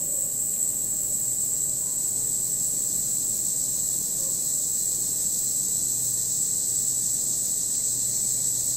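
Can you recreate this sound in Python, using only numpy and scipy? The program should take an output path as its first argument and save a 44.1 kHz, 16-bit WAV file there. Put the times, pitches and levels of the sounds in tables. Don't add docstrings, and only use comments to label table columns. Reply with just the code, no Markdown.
import sys
import numpy as np
from scipy import signal
from scipy.fft import rfft, irfft, next_fast_len
from scipy.io import wavfile
from scipy.ndimage import uniform_filter1d, map_coordinates

SR = 44100
rng = np.random.default_rng(int(sys.argv[2]) if len(sys.argv) > 2 else 0)


def output_pcm(signal):
    pcm = np.clip(np.atleast_2d(signal).T, -1, 1) * 32767
    wavfile.write(sys.argv[1], SR, np.round(pcm).astype(np.int16))


def how_loud(loudness_db):
    steps = np.asarray(loudness_db, float) / 20
    return 10 ** steps


N = 386316
T = np.arange(N) / SR

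# [t/s, level/dB]
CRICKET_LEVEL = [(0, -28), (1.5, -27.5), (3.6, -27.5), (3.95, -28.2), (5, -27.5), (5.7, -27.5),
                 (6.6, -27.5), (8, -27), (8.76, -28)]
# [f/Hz, level/dB per Hz]
WING_COLOUR = [(3410, -58), (5800, -34.5), (6570, -20.5), (6910, -16), (7000, -13.5), (7410, -4.5),
               (7780, 2.5), (8160, -3.5), (9350, -26.5), (9600, -24), (12500, -33.5), (21100, -120)]
# [t/s, level/dB]
CRICKET_SURGES = [(3.58, 1.5), (4.562, 2), (6.42, 2.8), (6.88, 2), (7.86, 2)]
# [t/s, level/dB]
CICADA_LEVEL = [(0, -49), (1.61, -44), (3.41, -39.5), (5.2, -38), (8.76, -36.5)]
# [t/s, rate/Hz]
CICADA_THROB = [(0, 6.1), (2.3, 6.9), (5, 6.97), (8.76, 7.3)]
# [f/Hz, level/dB per Hz]
TYMBAL_COLOUR = [(2800, -120), (3200, -29), (3900, -14.5), (4120, -9), (4450, -13), (4950, -11),
                 (5150, -12), (6300, -2), (7000, -2.5), (8600, -7), (9500, -15), (10500, -120)]
# [t/s, level/dB]
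KATYDID_LEVEL = [(0, -35), (2.07, -37.5), (2.68, -36), (5.9, -35.5), (6.05, -35), (6.29, -37), (7.3, -36.5),
                 (7.71, -38), (8.76, -36)]
# [f/Hz, level/dB per Hz]
RASP_COLOUR = [(5530, -31.5), (9450, -9.5), (9720, -8.5), (13500, 0.5), (14700, 0), (15500, -5)]
# [t/s, peak level/dB, throb depth/dB]
FAR_CHORUS_LEVEL = [(0, -65, 5), (1.5, -61.5, 11), (2.9, -64, 5), (3.4, -67, 0), (4.2, -63.5, 6),
                    (6.2, -63, 4), (7, -65, 1), (8.76, -61, 2)]
# [f/Hz, level/dB per Hz]
AIR_COLOUR = [(22, -4), (41, -6), (48, -8), (65, -9.5), (95, -4.5), (140, 2), (230, -1), (330, -5),
              (620, -9.5), (730, -15.5), (1000, -18), (1300, -24), (2400, -26), (3200, -24.5), (6000, -20)]
# [t/s, level/dB]
MAINS_LEVEL = [(0, -57), (.7, -49.5), (2.2, -50.5), (2.8, -56), (3.3, -49), (4.2, -51), (4.5, -59),
               (4.9, -52), (6.5, -46), (7.5, -50.5), (8.3, -46.5)]
# [f/Hz, level/dB per Hz]
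SHED_COLOUR = [(450, -60), (530, -6.5), (590, 1.5), (650, -8), (720, -55)]
# [t/s, level/dB]
SHED_LEVEL = [(0, -56.5), (1.3, -61), (3.5, -64), (7, -68), (7.4, -59), (7.8, -64)]
# [t/s, length/s, f/Hz, level/dB, tilt/dB per overtone]
ANIMAL_CALLS = [
    (-.12, .4, 595, -49, -22),
    (1.79, .19, 512, -65, 1),
    (1.99, .13, 515, -61, -5),
    (2.12, .18, 472, -56, -6),
    (4.17, .16, 560, -49, -11),
]
# [t/s, level/dB, centre f/Hz, t60/s]
DRY_TICKS = [
    (.537, -50.5, 2100, .03),
    (.562, -49, 3400, .045),
    (.62, -55, 2900, .05),
    (.73, -56, 2900, .05),
    (7.751, -41.5, 4000, .025),
]
# [t/s, f/Hz, level/dB]
BIRD_NOTES = [(7.797, 2125, -57), (7.865, 2325, -59), (8.093, 2050, -56), (8.005, 2600, -63),
              (8.065, 2150, -63), (8.128, 2100, -61), (8.235, 2275, -60), (8.162, 2275, -59),
              (8.195, 2030, -58), (8.297, 2350, -66), (8.365, 2285, -60), (8.397, 2200, -59),
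              (8.597, 2390, -68), (8.63, 1975, -61), (8.665, 2300, -65), (8.727, 2360, -64)]
# [band top f/Hz, step level/dB, frame scatter/dB]
GRAIN_STEPS = [(3400, -70, 2), (5500, -47, 3), (6900, -43, 3), (7580, -36, 3), (8270, -28, 3),
               (8960, -25, 3), (9650, -24, 4), (10340, -27, 4.5), (11025, -28, 4), (12400, -28, 3.5),
               (13780, -26.5, 3.5), (14470, -25.5, 4), (15160, -24.5, 4.5), (15740, -24.5, 5)]


def unit(x):
    return x / np.sqrt(np.mean(x ** 2) + 1e-20)


def curves(rows):
    s, *cols = np.transpose(rows)
    return [np.interp(T, s, c) for c in cols]


def wobble(rate):
    knots = rng.standard_normal(int(N * rate / SR) + 4)
    return map_coordinates(knots, [T * rate])


def noise():
    return rng.standard_normal(N)


def sine(hz):
    return np.sin(2 * np.pi * np.cumsum(hz) / SR)


def coloured(x, spectrum):
    m = next_fast_len(N + 8192)
    f, db = np.transpose(spectrum)
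    log_hz = np.log(np.fft.rfftfreq(m, 1 / SR) + 1)
    gain = how_loud(np.interp(log_hz, np.log(f + 1), db))
    return unit(irfft(rfft(x, m) * gain, m)[:N])


def echoes(x, t60, wet_db):
    t = T[:SR // 2]
    tail = rng.standard_normal(len(t)) * how_loud(-60 * t / t60)
    tail /= np.linalg.norm(tail)
    return x + how_loud(wet_db) * signal.fftconvolve(x, tail)[:N]


def note(s, length, hz0, hz1, partials_db, rough):
    u = np.clip((T - s) / length, 0, 1)
    hz = (hz0 + (hz1 - hz0) * u) * (1 + rough * wobble(90))
    phase = 2 * np.pi * np.cumsum(hz) / SR
    voice = sum(how_loud(db) * np.sin((k + 1) * phase) for k, db in enumerate(partials_db))
    return np.sqrt(np.sin(np.pi * u) + 1e-12) * voice


def chorus_db():
    surge_s, flutter_db, flutter_rate, fade_s = 0.021, 1.03, 26, 2.2
    surges = sum(db * np.exp(-((T - s) / surge_s) ** 2) for s, db in CRICKET_SURGES)
    flutter = flutter_db * np.exp(-(T / fade_s) ** 2) * wobble(flutter_rate)
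    return curves(CRICKET_LEVEL)[0] + flutter + surges


def crickets(count=44):
    near = np.zeros(N)
    for hz in np.linspace(6900, 9000, count):
        strokes = np.cumsum(rng.uniform(50, 95) * (1 + .05 * wobble(8))) / SR
        part = strokes % 1
        start = 2 * np.pi * rng.random(1200)[strokes.astype(int) % 1200]
        phase = 2 * np.pi * np.cumsum(hz + 260 * (.35 - part)) / SR + start
        stroke = np.sin(np.pi * np.clip(part / 0.64, 0, 1)) ** 2
        singer_db = rng.normal(0, 1.5) + 3.0 * wobble(3.1)
        near += how_loud(singer_db) * stroke * np.sin(phase)
    chorus = unit(near) * np.sqrt(count / 400) * how_loud(-1.5) + noise()
    return how_loud(chorus_db() + 0.92) * coloured(chorus, WING_COLOUR)


def cicada():
    clicks = np.zeros(N)
    click_count = np.cumsum(900 * (1 + .3 * wobble(300))) / SR
    at = np.flatnonzero(np.diff(np.floor(click_count)))
    clicks[at] = rng.standard_normal(len(at))
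    buzz = unit(clicks) + 1.62 * noise()
    throb = 1 + 0.17 * np.cos(2 * np.pi * np.cumsum(curves(CICADA_THROB)[0]) / SR - 1.1)
    in_tree = echoes(throb * buzz, t60=.7, wet_db=-5.5)
    return how_loud(curves(CICADA_LEVEL)[0] + 3.5) * coloured(in_tree, TYMBAL_COLOUR)


def katydids():
    strokes = 1 + 0.11 * np.cos(2 * np.pi * np.cumsum(41.0 + 0.35 * wobble(0.99)) / SR)
    unsteady = how_loud(0.3 * wobble(7.2) + 0.38 * wobble(20))
    rasp = strokes * unsteady * noise()
    return how_loud(curves(KATYDID_LEVEL)[0] + 0.24) * coloured(rasp, RASP_COLOUR)


def far_chorus():
    band = [(1500, -120), (1700, -12), (1800, -1), (1900, -2), (2000, -5), (2200, -120)]
    throb_rate, peak_s = 3.05, 3.53
    peak_db, depth_db = curves(FAR_CHORUS_LEVEL)
    dip = np.sin(np.pi * throb_rate * (T - peak_s)) ** 2
    return how_loud(peak_db - depth_db * dip - 3.0) * coloured(noise(), band)


def rumble():
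    level_db = -45 - 0.07 * T + 1.5 + 0.46 * wobble(4)
    return how_loud(level_db) * coloured(noise(), AIR_COLOUR)


def hum_line(hz, db):
    return np.sqrt(2) * how_loud(db - 3) * sine(hz + 0.24 * wobble(2.96))


def mains_hum():
    return hum_line(120.4, curves(MAINS_LEVEL)[0] + 1.9 * wobble(5))


def engine():
    beat_rate, peak_s, depth_db, fade_s = 1.34, 2.42, 2.5, 3
    beat_db = depth_db * np.exp(-T / fade_s) * np.cos(2 * np.pi * beat_rate * (T - peak_s))
    return hum_line(53.1, -58.5 + beat_db)


def shed():
    patch_db = 2.5 * wobble(7)
    return how_loud(curves(SHED_LEVEL)[0] + patch_db) * coloured(noise(), SHED_COLOUR)


def far_animal():
    sag_hz_per_s, throat_db = 190, np.array([0, 4, 0])
    calls = np.zeros(N)
    for s, length, hz, db, tilt in ANIMAL_CALLS:
        partials_db = db + tilt * np.arange(3) + throat_db
        calls += note(s, length, hz, hz - sag_hz_per_s * length, partials_db, rough=.027)
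    return echoes(calls, t60=.6, wet_db=-5)


def ticks():
    out = np.zeros(N)
    for s, db, hz, t60 in DRY_TICKS:
        body = [(hz / 3, -40), (hz * .55, -4), (hz, 0), (hz * 1.5, -4), (hz * 2.5, -40)]
        decay = how_loud(db - 60 * np.clip(T - s, 0, 1) / t60) * (T > s)
        out += decay * coloured(noise(), body)
    return out


def bird():
    notes = np.zeros(N)
    for s, hz, db in BIRD_NOTES:
        glide_hz = 30.4 * rng.standard_normal()
        notes += note(s, 0.016, hz - glide_hz, hz + glide_hz, [db], rough=.006)
    return echoes(notes, t60=.2, wet_db=-10)


def spectral_grain(x, size=1024, lead=570):
    n, k = np.arange(2 * size), np.arange(size)
    window = np.sin(np.pi * (n[:, None] + .5) / (2 * size))
    cosines = np.cos(np.pi / size * np.outer(n + .5 + size / 2, k + .5))
    basis = window * cosines * np.sqrt(2 / size)
    count = N // size + 3
    blocks = np.pad(x, (2 * size - lead, (count - 1) * size + lead - N)).reshape(-1, size)
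    lines = np.hstack([blocks[:-1], blocks[1:]]) @ basis
    top_hz, step_db, scatter_db = np.transpose(GRAIN_STEPS)
    bands = len(top_hz)
    band = np.searchsorted(top_hz, (k + .5) * SR / 2 / size)
    shared = .5 * rng.standard_normal((count, 1))
    swing = uniform_filter1d(shared + rng.standard_normal((count, bands)), size=5, axis=0)
    step = how_loud(step_db + scatter_db * swing)[:, np.minimum(band, bands - 1)]
    rounded = np.floor(np.abs(lines) / step + 0.38) * step
    kept = np.sign(lines) * rounded * (band < bands)
    halves = kept @ basis.T
    overlapped = halves[1:, :size] + halves[:-1, size:]
    return overlapped.ravel()[size - lead:][:N]


def scene():
    insects = crickets() + cicada() + katydids() + far_chorus()
    farm = rumble() + mains_hum() + engine() + shed()
    mono = insects + farm + far_animal() + ticks() + bird()
    return np.array([mono, mono])


def roll_off(x):
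    return signal.sosfilt(signal.butter(12, 16650, fs=SR, output="sos"), x)


def record(dry):
    whistle = how_loud(-65) * np.sin(2 * np.pi * 15730 * T)
    grainy = spectral_grain(dry[0] + whistle)
    return roll_off(np.array([grainy, grainy]))


dry = scene()
out = record(dry)
output_pcm(out)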